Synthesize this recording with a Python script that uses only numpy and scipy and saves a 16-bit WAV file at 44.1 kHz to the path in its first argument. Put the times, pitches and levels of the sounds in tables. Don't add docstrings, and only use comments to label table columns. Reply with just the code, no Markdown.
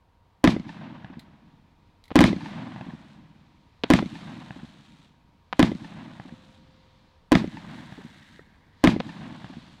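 import sys
import numpy as np
from scipy import signal
from scipy.fft import rfft, irfft, next_fast_len
from scipy.io import wavfile
from scipy.ndimage import map_coordinates

SR = 44100
rng = np.random.default_rng(int(sys.argv[2]) if len(sys.argv) > 2 else 0)


def magnitude_from_level(level_db):
    exponent = np.asarray(level_db, float) / 20
    return 10 ** exponent


def bounce(signal):
    frames = np.transpose(np.atleast_2d(signal))
    limited = np.clip(frames, -1, 1)
    pcm = np.round(limited * 32767).astype(np.int16)
    wavfile.write(sys.argv[1], SR, pcm)


N = 432180
T = np.arange(N) / SR

# freq_hz, density_db
NIGHT_COLOUR = [(12, -26), (20, -6.5), (44, -7.5), (91, -4), (123, -12), (222, -17.5), (367, -25),
                (513, -21.5), (558, -25.5), (825, -23.5), (949, -20.5), (1030, -22.5), (1400, -30.5),
                (3530, -39.5), (16000, -64.5)]
# freq_hz, density_db
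EMBER_COLOUR = [(710, -34), (1200, -2), (1370, -10.5), (1730, -5), (2570, -8), (3560, -3.5), (4360, -5.5),
                (5600, -15), (9610, -29), (12000, -33), (15600, -65)]
# time_s, level_db
EMBER_LEVEL = [
    (0, -76.5),
    (2.1, -68.5),
    (3.3, -75.5),
    (3.8, -64.5),
    (5.3, -75.5),
    (6.7, -67.5),
    (7.3, -65),
    (8.45, -65.5),
    (8.8, -62),
    (9.8, -56.5),
]
# pitch_hz, level_db
WHINE = (942.1, -71.5)
# start_s, end_s, pitch_hz, level_db
HUM = (6.25, 7.25, 522.5, -60.5)
# start_s, charge_db, crack_sharpness_db
SHOTS = [
    (0.441, 1, 0),
    (2.1563, 2, -2),
    (2.2062, 3, 2),
    (3.9024, 1.5, 1),
    (5.594, 0, -1.5),
    (7.319, 0, -1),
    (8.8395, 2, -1.5),
]
# lead_s, level_db
SPIT = (.005, -46.5)
# ring_hz, decay_cycles, level_db, blast_s, blast_share
MUZZLE = (275, 2.5, 29.5, .0006, 1.56)
# delay_s, level_db, front_lost_s
WALL = (.0343, -10.7, .0009)
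# delay_s, level_db, pitch_hz
NEAR_ECHOES = [(0.0068, 19.1, 335), (0.0083, 13.0, 346), (0.0143, -10.2, 182), (0.0188, -2.1, 273),
               (0.0267, -10.1, 252), (0.0369, 1.9, 191), (0.0376, -6.1, 139), (0.0488, -8.2, 228),
               (0.0503, -9.4, 329), (0.0641, -18.2, 190), (0.0725, -18.3, 188), (0.0878, -16.9, 218),
               (0.1013, -21.5, 247), (0.1113, -26.1, 248), (0.1229, -11.7, 270), (0.1243, -17.1, 417),
               (0.1345, -26.6, 172), (0.1452, -26.2, 181), (0.157, -19.3, 209), (0.1606, -25.3, 206)]
# delay_s, level_db, pitch_hz
FAR_ECHOES = [(0.2161, -43.5, 215), (0.2302, -29.5, 251.3), (0.256, -26.5, 181.8), (0.3041, -35.5, 212),
              (0.3253, -26, 224), (0.3382, -34, 250), (0.3494, -27.5, 193), (0.3832, -31.5, 150),
              (0.4152, -28.5, 248), (0.4348, -27, 232), (0.4759, -37.5, 225), (0.5342, -35.5, 188.5),
              (0.5681, -31.5, 178), (0.602, -25.5, 150), (0.6566, -32.5, 179), (0.661, -26, 255),
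              (0.7288, -25, 202), (0.742, -28.5, 197), (0.7939, -37, 235), (0.8425, -37.5, 221)]
# delay_s, level_db, lowest_hz, spacing_hz, t60_s
RIBS = [
    (.0335, -7, 2100, 1300, .014),
        (.1215, -34.5, 561, 1480, 0.035),
    (.156, -40.5, 2190, 2000, 0.015),
    (.2505, -35.5, 897, 882, 0.046),
    (.6043, -30, 797, 875, 0.015),
    (.657, -46, 890.6, 890, 0.018),
    (.699, -41, 830, 890, 0.012),
]
# freq_hz, density_db
BOOM_COLOUR = [(15, -47.5), (25, -23.5), (75, -17), (150, 3.5), (237, 0), (321, -6), (424, -25.5),
               (520, -28.5), (680, -55), (1140, -120)]
# freq_hz, density_db
RUSTLE_COLOUR = [(250, -40.5), (420, -14), (542, -5.5), (613, -2), (978, -1), (1080, -2), (1310, -8),
                 (1690, -5), (1800, -7.5), (1970, -7), (2200, -10.5), (3680, -15.5), (6000, -38.5),
                 (7800, -60.5), (13200, -120)]
# freq_hz, density_db
SIZZLE_COLOUR = [(650, -39.5), (1100, -8.5), (1710, -8), (1980, -3), (2430, 2), (2750, -3.5), (3870, -2),
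                 (12200, -28.5), (14700, -47), (16500, -66)]
# peak_s, rise_s, level_db, fall_db_per_s
BOOM_BACK = [
    (.06, .02, -29, 149),
    (.2, 0.078, -43, 25),
    (.39, 0.3, -44.5, 26),
]
RUSTLE_BACK = [
    (.005, .006, -20, 596),
    (0.04, .01, -31, 252),
    (0.111, .05, -57.5, 40.7),
    (0.384, 0.39, -47.5, 32),
]
SIZZLE_BACK = [
    (.006, .006, -39.5, 420),
    (.037, .004, -41.5, 280),
    (.062, .03, -42, 380),
    (.12, 0.073, -67, 25),
    (.245, 0.034, -61.5, 90),
    (.5, .3, -80.5, 5.2),
]
# start_s, peak_db
TICKS = [
    (1.1943, -41.5),
    (1.198, -48),
    (2.04, -46),
    (2.055, -49.5),
    (2.08, -48.5),
]
# freq_hz, density_db
TICK_COLOUR = [(1200, -45.0), (2000, 1), (2800, -10.5), (4000, 0.5), (5500, -15), (16000, -15.5)]
# start_s, peak_db, pulse_s, ground_delay_s
POPS = [
    (2.1056, -29, 0.00038, 0.0037),
    (2.1146, -26, 0.0018, 0.0033),
    (2.1156, -25.5, 0.00057, .004),
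    (3.8365, -8, 0.000084, 0.0041),
    (3.838, -13, 0.00081, .0043),
    (3.9897, -13, 0.00031, 0.0037),
    (5.5279, -13, 0.00028, 0.004),
    (9.0019, -17.5, 0.000073, 0.0027),
    (9.0029, -17, 0.00049, 0.004),
]
# lit_s, out_s, hiss_db, whirr_rel_db
SPARKS = [
    (2.11, 3.15, -65.5, -18),
    (3.84, 5.07, -61.5, -14),
    (5.527, 6.572, -64, -19),
    (7.35, 8.366, -64.5, -2),
    (7.665, 8.39, -73, 2.5),
    (8.307, 8.9, -87, 12.5),
    (8.979, 10.095, -65, -25),
]
# freq_hz, density_db
HISS_COLOUR = [(760, -33.5), (1300, -1), (1370, -3.5), (1500, -6), (1840, -7.5), (1980, -9.5), (2400, -4.5),
               (3810, 0.5), (4970, -11), (8040, -14.5), (12500, -27.5), (15000, -35)]
# freq_hz, density_db
WHIRR_COLOUR = [(1300, -41.0), (1550, -7.5), (1900, -9.5), (2200, -10.5), (2600, -39.0)]
# start_s, level_db, pitch_hz, t60_s
KNOCKS = [
    (7.988, -36, 400, .04),
    (8.393, -30.5, 404, 0.013),
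    (8.3935, -40, 1850, 0.032),
    (8.393, -41, 1300, 0.015),
]

NIGHT_DB, NIGHT_FOLLOWS_DB_PER_DB = -60, 0.18
RIB_STEP_DB, AIR_DULLS_DB_PER_S = -2.5, -4
CATCH_S, DIM_DB_PER_S, OUT_DB_PER_S = 0.073, 9, 200


def unit(x):
    return x / np.sqrt(np.mean(x ** 2) + 1e-20)


def noise(colour, size=N):
    m = next_fast_len(size + 8192)
    hz, db = np.transpose(colour)
    gain = magnitude_from_level(np.interp(np.log(np.fft.rfftfreq(m, 1 / SR) + 1), np.log(hz + 1), db))
    return unit(irfft(rfft(rng.standard_normal(m)) * gain, m)[:size])


def wander(rate_hz, size):
    points = rng.standard_normal(int(size / SR * rate_hz) + 8)
    return map_coordinates(points, [T[:size] * rate_hz])


def add(x, start_s, sound):
    part = x[round(start_s * SR):][:len(sound)]
    part += sound[:len(part)]


def night():
    fizz_db = np.interp(T, *np.transpose(EMBER_LEVEL))
    fizz = magnitude_from_level(fizz_db - 6.5 + 3.5 * wander(7, N)) * noise(EMBER_COLOUR)
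    air = magnitude_from_level(NIGHT_DB + NIGHT_FOLLOWS_DB_PER_DB * (fizz_db - fizz_db.mean())) * noise(NIGHT_COLOUR)
    whine_hz, whine_db = WHINE
    whine = magnitude_from_level(whine_db) * np.sin(2 * np.pi * whine_hz * T)
    start_s, end_s, hum_hz, hum_db = HUM
    fade = np.clip((T - start_s) / 0.05, 0, 1) * (T < end_s) * magnitude_from_level(-11 * (T - start_s))
    hum = magnitude_from_level(hum_db) * fade * np.sin(2 * np.pi * hum_hz * T)
    return air + fizz + whine + hum


def blast(t, length_s):
    return (1 - t / length_s) * np.exp(-t / length_s)


def lift():
    near, far, t = np.zeros(2 * SR), np.zeros(2 * SR), T[:SR // 10]
    ring_hz, cycles, charge_db, blast_s, share = MUZZLE
    ring = np.cos(2 * np.pi * ring_hz * t) * magnitude_from_level(-60 * t * ring_hz / cycles)
    charge = magnitude_from_level(charge_db) * (ring + share * blast(t, blast_s))
    add(near, 0, charge)
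    wall_s, wall_db, front_lost_s = WALL
    dulled = signal.lfilter(*signal.butter(2, 1500, fs=SR), charge * (t > front_lost_s))
    add(near, wall_s, magnitude_from_level(wall_db) * dulled)
    for x, echoes in (near, NEAR_ECHOES), (far, FAR_ECHOES):
        for delay_s, db, hz in echoes:
            rounded_front = 1 - np.exp(-4 * t * hz)
            add(x, delay_s, magnitude_from_level(db - 60 * t * hz / 6) * np.sin(2 * np.pi * hz * t) * rounded_front)
    far = signal.lfilter(*signal.butter(2, 65, "high", fs=SR), far)
    return near + signal.lfilter(*signal.iirnotch(440, 4, SR), far)


def faces():
    x, t, step = np.zeros(2 * SR), T[:SR // 20], np.arange(3)[:, None]
    for delay_s, db, lowest_hz, spacing_hz, t60_s in RIBS:
        uneven_db = rng.normal(0, 1.5, step.shape)
        tone_db = (RIB_STEP_DB + AIR_DULLS_DB_PER_S * delay_s) * step ** 2 + uneven_db
        comb = magnitude_from_level(tone_db) * np.sin(2 * np.pi * (lowest_hz + spacing_hz * step) * t)
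        rough = 1 + 0.45 * noise(RUSTLE_COLOUR, len(t))
        envelope = magnitude_from_level(db - 60 * t / t60_s) * (1 - np.exp(-40 * t / t60_s))
        add(x, delay_s, envelope * comb.sum(axis=0) * rough)
    return x


def swells(rows, t):
    power = np.zeros(len(t))
    for peak_s, rise_s, db, fall_db_per_s in rows:
        rise = np.clip(1 + (t - peak_s) / rise_s, 0, 1) ** 2
        power += (rise * magnitude_from_level(db - fall_db_per_s * np.maximum(t - peak_s, 0))) ** 2
    return np.sqrt(power)


def shots():
    size = 2 * SR
    lead_s, spit_db = SPIT
    t = T[:size] - lead_s
    boom, rustle, sizzle = (swells(rows, t) for rows in (BOOM_BACK, RUSTLE_BACK, SIZZLE_BACK))
    rustle = rustle + magnitude_from_level(spit_db) * (t < 0)
    rustle = rustle * magnitude_from_level(2.1 * wander(120, size))
    boom = boom * magnitude_from_level(3.2 * wander(40, size))
    scatter = boom * noise(BOOM_COLOUR, size) + 0.65 * rustle * noise(RUSTLE_COLOUR, size)
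    echoes, x = lift(), np.zeros(N)
    for start_s, db, sharp_db in SHOTS:
        fresh = 0.57 * rustle * noise(RUSTLE_COLOUR, size)
        fresh += magnitude_from_level(6.0 + sharp_db) * sizzle * noise(SIZZLE_COLOUR, size)
        add(x, start_s - lead_s, magnitude_from_level(db) * (scatter + fresh))
        add(x, start_s, magnitude_from_level(db) * (echoes + magnitude_from_level(sharp_db / 2) * faces()))
    return x


def ticks():
    x, t = np.zeros(N), T[:SR // 10]
    for start_s, db in TICKS:
        snap = magnitude_from_level(db - 4.0 - 60 * t / 0.016)
        wash = magnitude_from_level(db - 16 - 60 * t / 0.15)
        add(x, start_s, (snap + wash) * noise(TICK_COLOUR, len(t)))
    return x


def pops():
    x, t = np.zeros(N), T[:SR // 8]
    for start_s, db, pulse_s, ground_s in POPS:
        envelope = np.exp(-t / (2.2 * pulse_s)) * (1 - np.exp(-11 * t / pulse_s))
        pulse = magnitude_from_level(db + 3) * np.cos(np.pi / 2 * t / pulse_s) * envelope
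        add(x, start_s - 0.0001, pulse)
        add(x, start_s + ground_s - 0.0001, magnitude_from_level(-1) * pulse)
        scatter = noise(RUSTLE_COLOUR, len(t)) + 0.5 * noise(SIZZLE_COLOUR, len(t))
        scatter += 1.6 * noise(BOOM_COLOUR, len(t))
        add(x, start_s, magnitude_from_level(db - 35.5 - 60 * t / 0.2) * scatter)
    dulled = signal.lfilter(*signal.butter(1, 5000, fs=SR), x)
    w = 2 * np.pi * 3800
    housing = signal.bilinear([w * w], [1, w / 1.4, w * w], SR)
    return signal.lfilter(*housing, dulled)


def sparks():
    hiss, whirr, x = noise(HISS_COLOUR), noise(WHIRR_COLOUR), np.zeros(N)
    for lit_s, out_s, db, whirr_db in SPARKS:
        burn_db = db - DIM_DB_PER_S * (T - lit_s) - OUT_DB_PER_S * np.maximum(T - out_s, 0)
        catch = np.clip((T - lit_s) / CATCH_S, 0, 1)
        x += catch * magnitude_from_level(burn_db) * (hiss + magnitude_from_level(whirr_db) * whirr)
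    return magnitude_from_level(8 + 2.4 * wander(SR / 100, N)) * x


def knocks():
    x, t = np.zeros(N), T[:SR // 10]
    for start_s, db, hz, t60_s in KNOCKS:
        envelope = magnitude_from_level(db - 60 * t / t60_s) * (1 - np.exp(-t / 0.00045))
        add(x, start_s, envelope * np.sin(2 * np.pi * hz * t))
    return x


def scene():
    return (night() + shots() + ticks() + pops() + sparks() + knocks())[None]


def top_cut(x):
    return signal.sosfilt(signal.butter(12, 17000, fs=SR, output="sos"), x)


def record(dry):
    clipped = np.clip(dry, -0.385, 0.385)
    sagging = signal.lfilter([1, -1], [1, -np.exp(-2 * np.pi * 33 / SR)], clipped)
    rounded = signal.lfilter(*signal.butter(1, 9000, fs=SR), sagging)
    hissing = rounded + magnitude_from_level(-87.5) * rng.standard_normal(dry.shape)
    mix = signal.sosfilt(signal.cheby2(10, 40, 16800, fs=SR, output="sos"), hissing)
    return top_cut(mix)


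dry = scene()
out = record(dry)
bounce(out)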